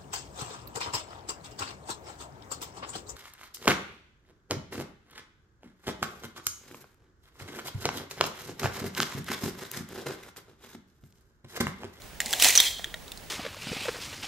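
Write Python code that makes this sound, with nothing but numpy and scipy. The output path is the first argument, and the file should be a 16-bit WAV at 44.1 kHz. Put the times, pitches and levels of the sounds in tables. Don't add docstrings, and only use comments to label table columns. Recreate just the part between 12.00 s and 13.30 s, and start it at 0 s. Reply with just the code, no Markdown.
import sys
import numpy as np
from scipy import signal
from scipy.fft import rfft, irfft
from scipy.io import wavfile

SR = 44100
rng = np.random.default_rng(int(sys.argv[2]) if len(sys.argv) > 2 else 0)


def dump(signal):
    limited = np.clip(np.atleast_2d(signal).T, -1, 1)
    pcm = np.round(limited * 32767).astype(np.int16)
    wavfile.write(sys.argv[1], SR, pcm)


def decibels_to_gain(level_db):
    exponent = np.asarray(level_db, float) / 20
    return 10 ** exponent


N = 57330

# frequency in Hz, side minus mid in dB.
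WIDTH = [(60, -14), (300, -20), (1000, -22), (2000, -17), (4000, -12), (8000, -5), (12000, 0), (16000, 1)]
OPPOSITE = np.array([[1], [-1]])


def rms_one(x):
    return x / np.sqrt(np.mean(x ** 2) + 1e-20)


def colour(x, points):
    hz, db = np.transpose(points)
    f = np.maximum(np.fft.rfftfreq(x.shape[-1], 1 / SR), 1)
    gain = decibels_to_gain(np.interp(np.log(f), np.log(np.maximum(hz, 1)), db))
    return irfft(rfft(x) * gain, x.shape[-1])


def ring(x, hz, t60):
    r = decibels_to_gain(-60 / (t60 * SR))
    w = 2 * np.pi * hz / SR
    return signal.lfilter([0, np.sin(w)], [1, -2 * r * np.cos(w), r * r], x + 1e-18)


def drift(rate):
    r = np.exp(-2 * np.pi * rate / SR)
    noise = rng.standard_normal(N + SR)
    settled = signal.lfilter([1], [1, -2 * r, r * r], noise)[SR:]
    return rms_one(settled)


def level(rows):
    s, db = np.transpose(rows)
    return decibels_to_gain(np.interp(np.arange(N) / SR, s, db, left=-120, right=-120))


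def left_tilt(db):
    return decibels_to_gain(0.5 * OPPOSITE * db)


def floor():
    # frequency in Hz, level in dB.
    noise_spectrum = [(12, -27), (20, 3.5), (154, -5), (337, -11.5), (422, -8.5), (1290, -15), (1660, -15),
                      (6360, -21), (16000, -27.5)]
    noise_db, patchy_db, left_db = -48.5, 0.7, -2
    alike = 0.4
    noise = rms_one(colour(rng.standard_normal((2, N)), noise_spectrum))
    mid, side = noise * decibels_to_gain(patchy_db * drift(21))
    pair = mid + np.sqrt((1 - alike) / (1 + alike)) * side * OPPOSITE
    rumble = decibels_to_gain(-57.5) * rms_one(ring(pair, hz=67, t60=0.37))
    whine = decibels_to_gain(-62) * np.sin(2 * np.pi * 15652 * np.arange(N) / SR)
    return (decibels_to_gain(noise_db) * pair + rumble) * left_tilt(left_db) + whine


def knocks(rows, spectrum, ring_s, crack_s, touch_s):
    second_ring_db = -6
    out = np.zeros(N + SR)
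    t = np.arange(4096) / SR
    cracks = rms_one(colour(rng.standard_normal((len(rows), len(t))), spectrum))
    swell = np.sin(np.pi / 2 * np.minimum(t / touch_s, 1)) ** 2
    after = np.maximum(t - touch_s, 0)
    ring_decay = 1000. ** (-after / ring_s)
    crack_decay = 1000. ** (-after / crack_s)
    for (s, db, main_hz, second_hz, ring_db), crack in zip(rows, cracks):
        rings = np.sin(2 * np.pi * main_hz * t)
        rings = rings + decibels_to_gain(second_ring_db) * np.sin(2 * np.pi * second_hz * t)
        sound = decibels_to_gain(ring_db) * rings * ring_decay + 0.5 * crack * crack_decay
        start = int(s * SR)
        out[start:start + len(t)] += decibels_to_gain(db) * swell * sound
    return out[:N]


def clicks():
    # start in seconds, crack peak in dB, main ring in Hz, second ring in Hz,
    # rings over crack in dB.
    contacts = [(.019, -40, 4150, 6800, -1), (.2029, -11.5, 1940, 7300, -4.5), (.2155, -27, 1980, 11500, 0),
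                (.2593, -19.5, 7600, 4300, -8.5), (.2665, -39, 2050, 6840, 11),
                (.3078, -21, 7440, 4830, -10), (.3285, -11, 4750, 7900, -14), (.3346, -17.5, 3360, 1656, 5),
                (.7945, -38, 680, 1870, 8), (.8432, -25, 3390, 1800, 7), (.9408, -29, 1890, 3220, 5),
                (.9425, -34, 3780, 1410, 5), (1.0798, -40, 3850, 3100, 4),
                (1.1182, -24.5, 3620, 2590, -4.5), (1.1742, -33.5, 4120, 10000, -2.5)]
    # frequency in Hz, level in dB per Hz.
    tick_spectrum = [(150, -44), (400, -7), (1000, -12), (1600, -4), (3500, -1.5), (7000, 0), (12000, -9),
                     (16000, -10.5)]
    return knocks(contacts, tick_spectrum, ring_s=0.01, crack_s=0.01, touch_s=0.00096)


def edge_slips():
    grains_per_s, grain_spread_db, low_cut_hz = 3100, 0.5, 220
    size_db = grain_spread_db * np.minimum(rng.exponential(1, (2, N)), 5)
    grains = decibels_to_gain(size_db) * rng.choice([-1, 1], (2, N))
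    chance = grains_per_s * decibels_to_gain(4 * drift(60)) / SR
    slips = grains * (rng.random((2, N)) < chance) + 0.29 * rng.standard_normal((2, N))
    return signal.sosfilt(signal.butter(2, low_cut_hz, "high", fs=SR, output="sos"), slips)


def rasp_through_case(slips):
    # frequency in Hz, level in dB per Hz.
    rasp_spectrum = [(88, -61), (150, -54), (466, -22), (601, -10), (745, -2.5), (1340, -15), (2060, 6),
                     (7920, 2.5), (16000, -3)]
    # frequency in Hz, bandwidth in Hz, level in dB.
    case_modes = [(740, 60, -9), (2050, 200, 0.5), (2380, 150, -50), (3080, 200, -44), (4300, 200, 6),
                  (5900, 250, -10), (6300, 200, -2), (7900, 1200, 6), (9700, 400, -3)]
    case_db, wander_db = -10.5, 2.5
    case = 0
    for hz, width, db in case_modes:
        mode = rms_one(ring(slips, hz, 2.2 / width))
        case = case + decibels_to_gain(db + wander_db * drift(40)) * mode
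    direct = rms_one(colour(slips, rasp_spectrum))
    return rms_one(direct + decibels_to_gain(case_db) * rms_one(case))


def blade_modes(slips):
    # frequency in Hz, level in dB, 60 dB decay time in seconds.
    steel_modes = [(3110, -6, .1), (3200, -2, .14), (3235, 0, .16), (3330, -8, .09), (3445, -6, .09),
                   (3570, -12, .07), (3720, -9, .07), (4080, -12, .06), (4850, -12, .06), (6120, -12, .08)]
    blade = sum(decibels_to_gain(db) * rms_one(ring(slips, hz, t60)) for hz, db, t60 in steel_modes)
    high_pass = signal.butter(4, 2800, "high", fs=SR, output="sos")
    return rms_one(signal.sosfilt(high_pass, blade))


def rub():
    # time in seconds, level in dB.
    creep = [(.2, -70.5), (.207, -38), (.235, -42.5), (.26, -40), (.3, -37), (.34, -34), (.37, -37.5),
             (.395, -36)]
    # time in seconds, level in dB.
    pull = [(.395, -31.5), (.425, -22), (.46, -18.5), (.51, -24.5), (.548, -29), (.558, -27), (.66, -27.5),
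            (.75, -43), (.86, -53)]
    # time in seconds, level in dB.
    shiver = [(.57, -45), (.582, -24), (.607, -21), (.635, -43), (.665, -25.5), (.72, -42), (.775, -38),
              (.81, -52), (.92, -53)]
    slips = edge_slips()
    rasp = rasp_through_case(slips)
    body = decibels_to_gain(-7) * rms_one(ring(slips, hz=800, t60=0.0094))
    creeping = level(creep) * (rasp + body)
    pulling = level(pull) * rasp
    shivering = level(shiver) * blade_modes(slips)
    return creeping + pulling + shivering


def thuds():
    # start in seconds, peak in dB, frequency in Hz, 60 dB decay time in seconds.
    pushes = [
        (0.26, -35.5, 223, 0.077),
        (.44, -36.5, 276, 0.084),
        (.492, -31.5, 420, .04),
        (0.6, -23, 676, 0.011),
        (0.87, -36, 344, 0.038),
        (.203, -31, 780, 0.011),
        (0.31, -27, 900, 0.0091),
        (0.42, -32, 450, 0.025),
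        (.943, -34.5, 644, 0.03),
        (.247, -37, 550, 0.024),
    ]
    out = 0
    for s, db, hz, t60 in pushes:
        t = np.maximum(np.arange(N) / SR - s, 0)
        onset = np.minimum(t * hz, 1)
        out = out + decibels_to_gain(db - 60 * t / t60) * np.sin(2 * np.pi * hz * t) * onset
    return out


def jolts():
    # start in seconds, crack peak in dB, main ring in Hz, second ring in Hz,
    # rings over crack in dB.
    releases = [(.398, -17.5, 3140, 6700, 0.5), (.4115, -35, 8540, 3160, -10),
                (.4222, -4.5, 2910, 5320, -10.5), (.436, -12.5, 7900, 10100, -3),
                (.4445, -6.5, 4330, 2010, -5.5), (.455, -13, 740, 5330, -5),
                (.4645, -15.5, 810, 2500, -0.5), (.4715, -27, 5500, 3330, -17),
                (.4855, -11, 6200, 9750, -2), (.4945, -23, 2290, 4540, 6.5),
                (.5038, -13.5, 6330, 2080, 0.5), (.5526, -8, 5900, 4180, -2.5),
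                (.5590, -17.5, 6480, 3750, 6), (.5753, -9.5, 5884, 6030, 7.5), (.601, -5, 3560, 5650, -0.5)]
    # frequency in Hz, level in dB per Hz.
    crack_spectrum = [(150, -26), (400, -11), (1000, -9), (2000, -3), (3200, -4), (7500, -2), (13000, -7),
                      (16000, -12)]
    return knocks(releases, crack_spectrum, ring_s=0.011, crack_s=0.02, touch_s=0.0012)


def table_echo(hits):
    lag = int(0.0043 * SR)
    hits[lag:] += decibels_to_gain(-11) * hits[:-lag]
    return hits


def ports(hits, rubbing):
    scatter_s, left_db = 0.018, -1
    t = np.arange(1024) / SR
    scatter = rng.standard_normal(len(t)) * 1000. ** (-t / scatter_s)
    scatter = scatter / np.sqrt(np.sum(scatter ** 2))
    mid = hits + rubbing[0]
    side = colour(signal.fftconvolve(hits, scatter)[:N] + rubbing[1], WIDTH)
    return (mid + side * OPPOSITE) * left_tilt(left_db)


def room(x):
    t60_s, first_s, wall_cut_hz = 0.3, 0.008, 10000
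    t = np.arange(SR // 2) / SR
    mid, side = rng.standard_normal((2, len(t))) * 1000. ** (-t / t60_s) * (t > first_s)
    tail = mid + colour(side, WIDTH) * OPPOSITE
    tail = signal.sosfilt(signal.butter(1, wall_cut_hz, fs=SR, output="sos"), tail)
    tail = tail / np.sqrt(np.sum(tail[0] ** 2))
    return signal.fftconvolve(x[None], tail, axes=1)[:, :N]


def scene():
    hits = table_echo(clicks() + jolts()) + thuds()
    rubbing = rub()
    reverberation = decibels_to_gain(-19) * room(hits + rubbing[0])
    return ports(hits, rubbing) + reverberation + floor()


def roll_off(x):
    return signal.sosfilt(signal.butter(12, 16480, fs=SR, output="sos"), x)


def record(dry):
    low_pass = signal.cheby2(20, 50, 16000, fs=SR, output="sos")
    high_pass = signal.butter(2, 36, "high", fs=SR, output="sos")
    cut = signal.sosfilt(high_pass, signal.sosfilt(low_pass, dry))
    return roll_off(np.clip(cut, -1, 1))


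dry = scene()
out = record(dry)
dump(out)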